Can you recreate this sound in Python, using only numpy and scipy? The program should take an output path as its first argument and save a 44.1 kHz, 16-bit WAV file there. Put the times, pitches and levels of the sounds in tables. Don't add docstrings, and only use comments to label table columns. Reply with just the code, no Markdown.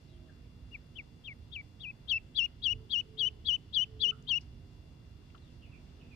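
import sys
import numpy as np
from scipy import signal
from scipy.io import wavfile
from scipy.ndimage import map_coordinates

SR = 44100
rng = np.random.default_rng(int(sys.argv[2]) if len(sys.argv) > 2 else 0)


def wrap_up_sound(samples):
    columns = np.atleast_2d(samples).T
    tamed = np.clip(columns, -1, 1)
    steps = np.round(tamed * 32767).astype(np.int16)
    wavfile.write(sys.argv[1], SR, steps)


N = 271215


def from_db(db):
    return 10 ** (np.asarray(db) / 20)


def unit_rms(x):
    return x / np.sqrt(np.mean(x ** 2) + 1e-20)


def at_hz(curve, hz):
    freqs, values = np.transpose(curve)
    return np.interp(np.log(hz), np.log(freqs), values)


def panned(db):
    return from_db(np.array([[db], [-db]]) / 2)


def band(x, low_hz, high_hz, order=2):
    sos = signal.butter(order, [low_hz, min(high_hz, SR / 2 - 500)], "band", fs=SR, output="sos")
    return signal.sosfilt(sos, x)


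def drift(rate, n):
    steps = np.arange(n) / SR * rate
    return map_coordinates(rng.standard_normal(int(steps[-1]) + 3), [steps], order=2, mode="nearest")


def phase_of(hz):
    return 2 * np.pi * np.cumsum(hz) / SR


def add(out, s, sound):
    i = int(s * SR)
    out[:, i:i + sound.shape[-1]] += sound[..., :N - i]


def scatter(x, t60, low_hz, high_hz):
    t = np.arange(int(t60 * SR)) / SR
    tail = band(rng.standard_normal((2, len(t))), low_hz, high_hz) * from_db(-60 * t / t60)
    return signal.fftconvolve(x[None], tail / np.sqrt(np.sum(tail ** 2) / 2), axes=1)[:, :N]


# f/Hz, relative density/dB
AIR_SPECTRUM = [(25, -10.5), (40, -6), (58, 3), (110, -1.5), (165, -7.5), (230, -12.5), (420, -21),
                (700, -27), (1700, -33), (4800, -37), (6700, -44.5), (9500, -51), (11800, -62.5),
                (14700, -55)]
# f/Hz, left-right coherence (1 is mono)
AIR_COHERENCE = [(60, 0.99), (120, 0.9), (220, 0.8), (430, 0.31), (830, 0.088), (1600, 0), (6000, 0)]
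# f/Hz, pan/dB
AIR_BALANCE = [(60, -4.5), (400, -5.5), (1300, -1.5), (3000, 5.5), (5000, -0.5), (8000, -3.5), (15000, -3)]
# t/s, rise/dB
RUMBLE_SWELLS = [(2.17, 3.5), (2.74, 5), (3.42, 2.5), (3.96, 5), (4.49, 4)]


def air(calm_db=-53, swell_half_width_s=.09, rustle_from_s=5.24, rustle_db_per_s=2.5):
    t = np.arange(N) / SR
    swells_db = sum(rise * np.exp(-((t - s) / swell_half_width_s) ** 2) for s, rise in RUMBLE_SWELLS)
    rumble_db = swells_db + drift(6.4, N)
    rustle_db = rustle_db_per_s * np.maximum(t - rustle_from_s, 0)
    white = rng.standard_normal((2, 2, N))
    edges = 22 * 2 ** np.arange(0, 10, .5)
    out, calm = 0, 0
    for k, (low, high) in enumerate(zip(edges, edges[1:])):
        hz = np.sqrt(low * high)
        mid, side = band(white[k % 2], low, high)
        coherence = at_hz(AIR_COHERENCE, hz)
        gain = from_db(at_hz(AIR_SPECTRUM, hz) + drift(11, N)) * panned(at_hz(AIR_BALANCE, hz))
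        noise = gain * (np.sqrt(1 + coherence) * mid + np.sqrt(1 - coherence) * side * [[1], [-1]])
        calm = calm + noise
        out = out + noise * from_db(rumble_db * (hz < 130) + rustle_db * (350 < hz < 7000))
    return from_db(calm_db) * out / np.std(calm)


# f/Hz, left rms/dB, right rms/dB
WHINE_TONES = [(2046, -85, -93), (2767, -76, -88), (3430, -78.5, -94), (3490, -81, -94), (4150, -86.5, -90),
               (4812, -91, -92), (5534, -100, -88), (6225, -105, -93), (7590, -103, -95), (9685, -96, -115),
               (14492, -114, -94.5)]
# f/Hz, width/Hz, left rms/dB, right rms/dB
HISS_BANDS = [(4670, 270, -81, -85), (9580, 260, -89, -112), (14650, 950, -112, -89)]


def whine(wobble_hz=3):
    out = np.zeros((2, N))
    for hz, left, right in WHINE_TONES:
        tone = np.sqrt(2) * np.sin(phase_of(hz + wobble_hz * drift(60, N)))
        out += from_db([[left], [right]]) * tone
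    for hz, width, left, right in HISS_BANDS:
        hiss = band(rng.standard_normal((2, N)), hz - width / 2, hz + width / 2)
        out += from_db([[left], [right]]) * unit_rms(hiss)
    return out


# f/Hz, base level/dB
MOTOR_ORDERS = [(143, -66), (248, -68.5), (296, -72), (354, -79.5), (395, -77.5)]
# t/s, gain/dB
MOTOR_RIDE = [(0, -1), (1.899, -5), (2.798, 2.5), (3.601, 0.5), (4.601, 1), (6.15, 1.5)]


def motor(wander=.009, sway_db=3):
    carry_db = np.interp(np.arange(N) / SR, *np.transpose(MOTOR_RIDE))
    drone = np.zeros(N)
    for hz, db in MOTOR_ORDERS:
        gain = np.sqrt(2) * from_db(db + carry_db + sway_db * (drift(3.7, N) - .5))
        drone += gain * np.sin(phase_of(hz * (1 + wander * drift(12, N))))
    return drone * panned(-0.5)


def far_tones(notes, fall_octaves_per_s, waver, direct_db, wet_db, t60, wet_band_hz):
    out = np.zeros((2, N))
    for s, length, start_hz, db, pan_db in notes:
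        t = np.arange(int(length * SR)) / SR
        hz = start_hz * 2 ** (-fall_octaves_per_s * t) * (1 + waver * drift(400, len(t)))
        note = from_db(db) * np.sqrt(np.sin(np.pi * t / length)) * np.sin(phase_of(hz))
        add(out, s, panned(pan_db) * from_db(direct_db) * note)
        add(out, s, panned(pan_db) * from_db(wet_db) * scatter(note, t60, *wet_band_hz))
    return out


# t/s, length/s, starting f/Hz, level before the direct and wet gains/dB
LOW_TONE_CUES = [(.08, .21, 352.6, -62), (.1, 0.27, 644, -72), (2.70, 0.16, 444, -62),
                 (3.05, .27, 440, -59), (3.42, 0.11, 459.5, -67), (3.862, .3, 439, -57.5)]


def low_tones(pan_db=-8.5):
    return far_tones([(*cue, pan_db) for cue in LOW_TONE_CUES], fall_octaves_per_s=.15, waver=0.0039,
                     direct_db=0.5, wet_db=-20, t60=.5, wet_band_hz=(253, 895))


# t/s, length/s, starting f/Hz, level before the direct and wet gains/dB, pan/dB
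CHIRP_CUES = [(.06, .12, 4650, -71.5, 5), (.285, 0.021, 1725, -63.5, 9), (4.116, 0.02, 1397, -55, -14.5),
              (4.284, 0.018, 1043, -55.5, -8), (5.39, 0.15, 4710, -72, 6), (5.615, .056, 3040, -59.5, -2),
              (5.715, 0.042, 2805, -59, -6.5), (5.995, .045, 2973, -60.5, -6),
              (6.105, .043, 2656, -57.5, -7)]


def birds():
    return far_tones(CHIRP_CUES, fall_octaves_per_s=6.4, waver=0.05,
                     direct_db=-4.5, wet_db=-8, t60=.25, wet_band_hz=(905, 5000))


# t/s, level before panning/dB, centre f/Hz, t60/s
STALK_TICKS = [(2.925, -56.5, 5180, .01), (4.225, -60, 6500, .008), (4.409, -59.5, 5000, 0.094),
               (5.05, -64, 2500, 0.0123), (5.302, -62.5, 2500, .04), (5.346, -54.5, 1220, .09),
               (5.352, -57, 3100, 0.019), (5.379, -59, 3460, 0.024), (5.894, -71, 3150, .03),
               (5.921, -65, 1400, .04)]


def stalks(band_ratio=1.16, pan_db=6.5):
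    out = np.zeros((2, N))
    for s, db, hz, t60 in STALK_TICKS:
        t = np.arange(int(t60 * SR)) / SR
        burst = unit_rms(band(rng.standard_normal((2, len(t))), hz / band_ratio, hz * band_ratio))
        add(out, s, panned(pan_db) * from_db(db - 60 * t / t60) * burst)
    return out


def tone_on_left(hz, pan_curve, left_lag_s=0.000322):
    phase = phase_of(hz)
    right = from_db(-at_hz(pan_curve, hz)) * np.sin(phase + 2 * np.pi * hz * left_lag_s)
    return np.array([np.sin(phase), right])


def peep_pitch(t, length, turns_s, turns_hz, drop=0.23, drop_s=0.01, jitter=0.0023, waver=.005):
    turns = np.arange(len(turns_s))
    stage = np.interp(t, turns_s, turns)
    eased = np.floor(stage) + (1 - np.cos(np.pi * (stage % 1))) / 2
    collapse = 1 - drop * np.clip((t - length) / drop_s + 1, 0, 1) ** 2
    wobble = 1 + jitter * drift(600, len(t)) + waver * drift(82.8, len(t))
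    return np.interp(eased, turns, turns_hz) * collapse * wobble


# dip f/Hz, end pitch over dip pitch, sag below the swell/dB
PEEP_TAILS = [(2185, 0.86, 10.5), (2323, 0.997, 4), (2428, 1.056, 1.5), (2550, 1.027, 7), (2805, 1.068, 3)]


def peep(length, crest_hz, dip_hz, swell_db, pan_curve, attack_s=0.00092, release_s=0.013,
         recover_s=0.036, shimmer_db=1.14, beat_waver=.14, upper_ratio=1.363, hiss_db=-41):
    t = np.arange(int(length * SR)) / SR
    effort = np.interp(swell_db, [-44, -18.5], [0, 1])

    def by_effort(soft, loud):
        return soft + (loud - soft) * effort

    dip_s = 0.066 * (length / 0.11) ** 0.39
    crest_s = .373 * dip_s
    dips, end_ratios, sags = np.transpose(PEEP_TAILS)
    start_hz = crest_hz * by_effort(.98, .94)
    end_hz = dip_hz * np.interp(dip_hz, dips, end_ratios)
    hz = peep_pitch(t, length, [0, crest_s, dip_s, dip_s + recover_s],
                    [start_hz, crest_hz, dip_hz, end_hz])

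    swell_s = crest_s + (dip_s - crest_s) * by_effort(0.67, 0.45)
    crest_db = swell_db + by_effort(-6.5, -8.5)
    onset_db = crest_db + by_effort(-8.05, -23.69)
    held_db = swell_db - np.interp(dip_hz, dips, sags)
    level_db = np.interp(t, [0, crest_s, swell_s, dip_s], [onset_db, crest_db, swell_db, held_db])
    break_db = by_effort(-7, 0) * np.exp(-((t - crest_s - .007) / 0.0035) ** 2)
    gate = np.minimum(t / attack_s, 1) * np.clip((length - t) / release_s, 0, 1)
    envelope = gate * from_db(level_db + break_db + shimmer_db * drift(150, len(t)))

    unlocked = np.interp(t, [.004, .009, crest_s - .001, crest_s + .0035], [.1, 1, 0.6, 0.014])
    rasp = from_db(by_effort(5.5, 2)) * unlocked * (crest_hz > 3000)
    beat_hz = by_effort(240, 385) * np.interp(t, [0, .013], [.5, 1])
    beat_hz *= 1 + beat_waver * drift(500, len(t))
    arch = np.sin(np.pi * np.clip((t - .005) / 0.041, 0, 1)) * (dip_hz > 2290)
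    upper = arch * from_db(by_effort(-17.55, -11.85) + np.minimum(0, crest_db - level_db))
    upper_hz = hz * upper_ratio * np.interp(t, [0, crest_s], [.95, 1])
    throat_db = at_hz([(4800, -21), (5500, 5), (6000, 0.5), (6800, -21.5)], 2 * hz)
    octave = from_db(by_effort(-40, -29) + throat_db)

    partials = [(hz, 1), (hz + beat_hz, rasp), (hz + 2 * beat_hz, from_db(-8.5) * rasp * effort),
                (upper_hz, upper), (2 * hz, octave)]
    voice = sum(gain * tone_on_left(partial_hz, pan_curve) for partial_hz, gain in partials)
    hiss = unit_rms(band(rng.standard_normal(len(t)), 3300, 4600, order=4))
    return envelope * (voice + hiss * from_db([[hiss_db], [hiss_db - 12]]))


# t/s, length/s, crest f/Hz, dip f/Hz, swell level/dB
PEEP_CUES = [(0.715, 0.055, 2835, 2190, -36.5), (0.953, 0.065, 3090, 2217, -35.5),
             (1.238, 0.098, 3310, 2256, -35.5), (1.516, 0.102, 3360, 2314, -34.5),
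             (1.797, 0.12, 3410, 2430, -35), (2.076, 0.11, 3380, 2624, -20),
             (2.346, 0.12, 3477, 2726, -19.5), (2.618, 0.12, 3452, 2770, -20),
             (2.895, 0.12, 3384, 2784, -20.2), (3.172, 0.120, 3380, 2838, -20),
             (3.447, 0.12, 3450, 2823, -19.5), (3.726, 0.12, 3465, 2852, -19),
             (3.994, 0.12, 3460, 2827, -18.5), (4.269, 0.120, 3313, 2748, -19)]
# f/Hz, left over right/dB
BILL_FRONT = [(2200, 4), (2500, 9), (2680, 4.5), (2860, 22.5), (3020, 11), (3200, 24), (3420, 13),
              (4500, 16), (5500, 9.5), (6100, 1)]
BILL_ASIDE = [(2700, 6.4), (2860, 17), (3030, 15), (3200, 10), (3400, 14), (4500, 18), (5500, 12),
              (6100, 1.2)]


def duckling(head_turn_s=2.5, grass_db=-36, bushes_db=-51):
    direct = np.zeros((2, N))
    for s, *shape in PEEP_CUES:
        add(direct, s, peep(*shape, BILL_FRONT if s < head_turn_s else BILL_ASIDE))
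    grass = from_db(grass_db) * scatter(direct[0], t60=0.14, low_hz=1800, high_hz=4500)
    bushes = from_db(bushes_db) * scatter(direct[0], t60=1.0, low_hz=1900, high_hz=5400)
    return direct + grass + bushes


def scene():
    return birds() + low_tones() + duckling() + stalks() + air() + motor() + whine()


def record(dry, cutoff_hz=15200):
    return signal.sosfilt(signal.ellip(10, .1, 70, cutoff_hz, fs=SR, output="sos"), dry)


dry = scene()
out = record(dry)
wrap_up_sound(out)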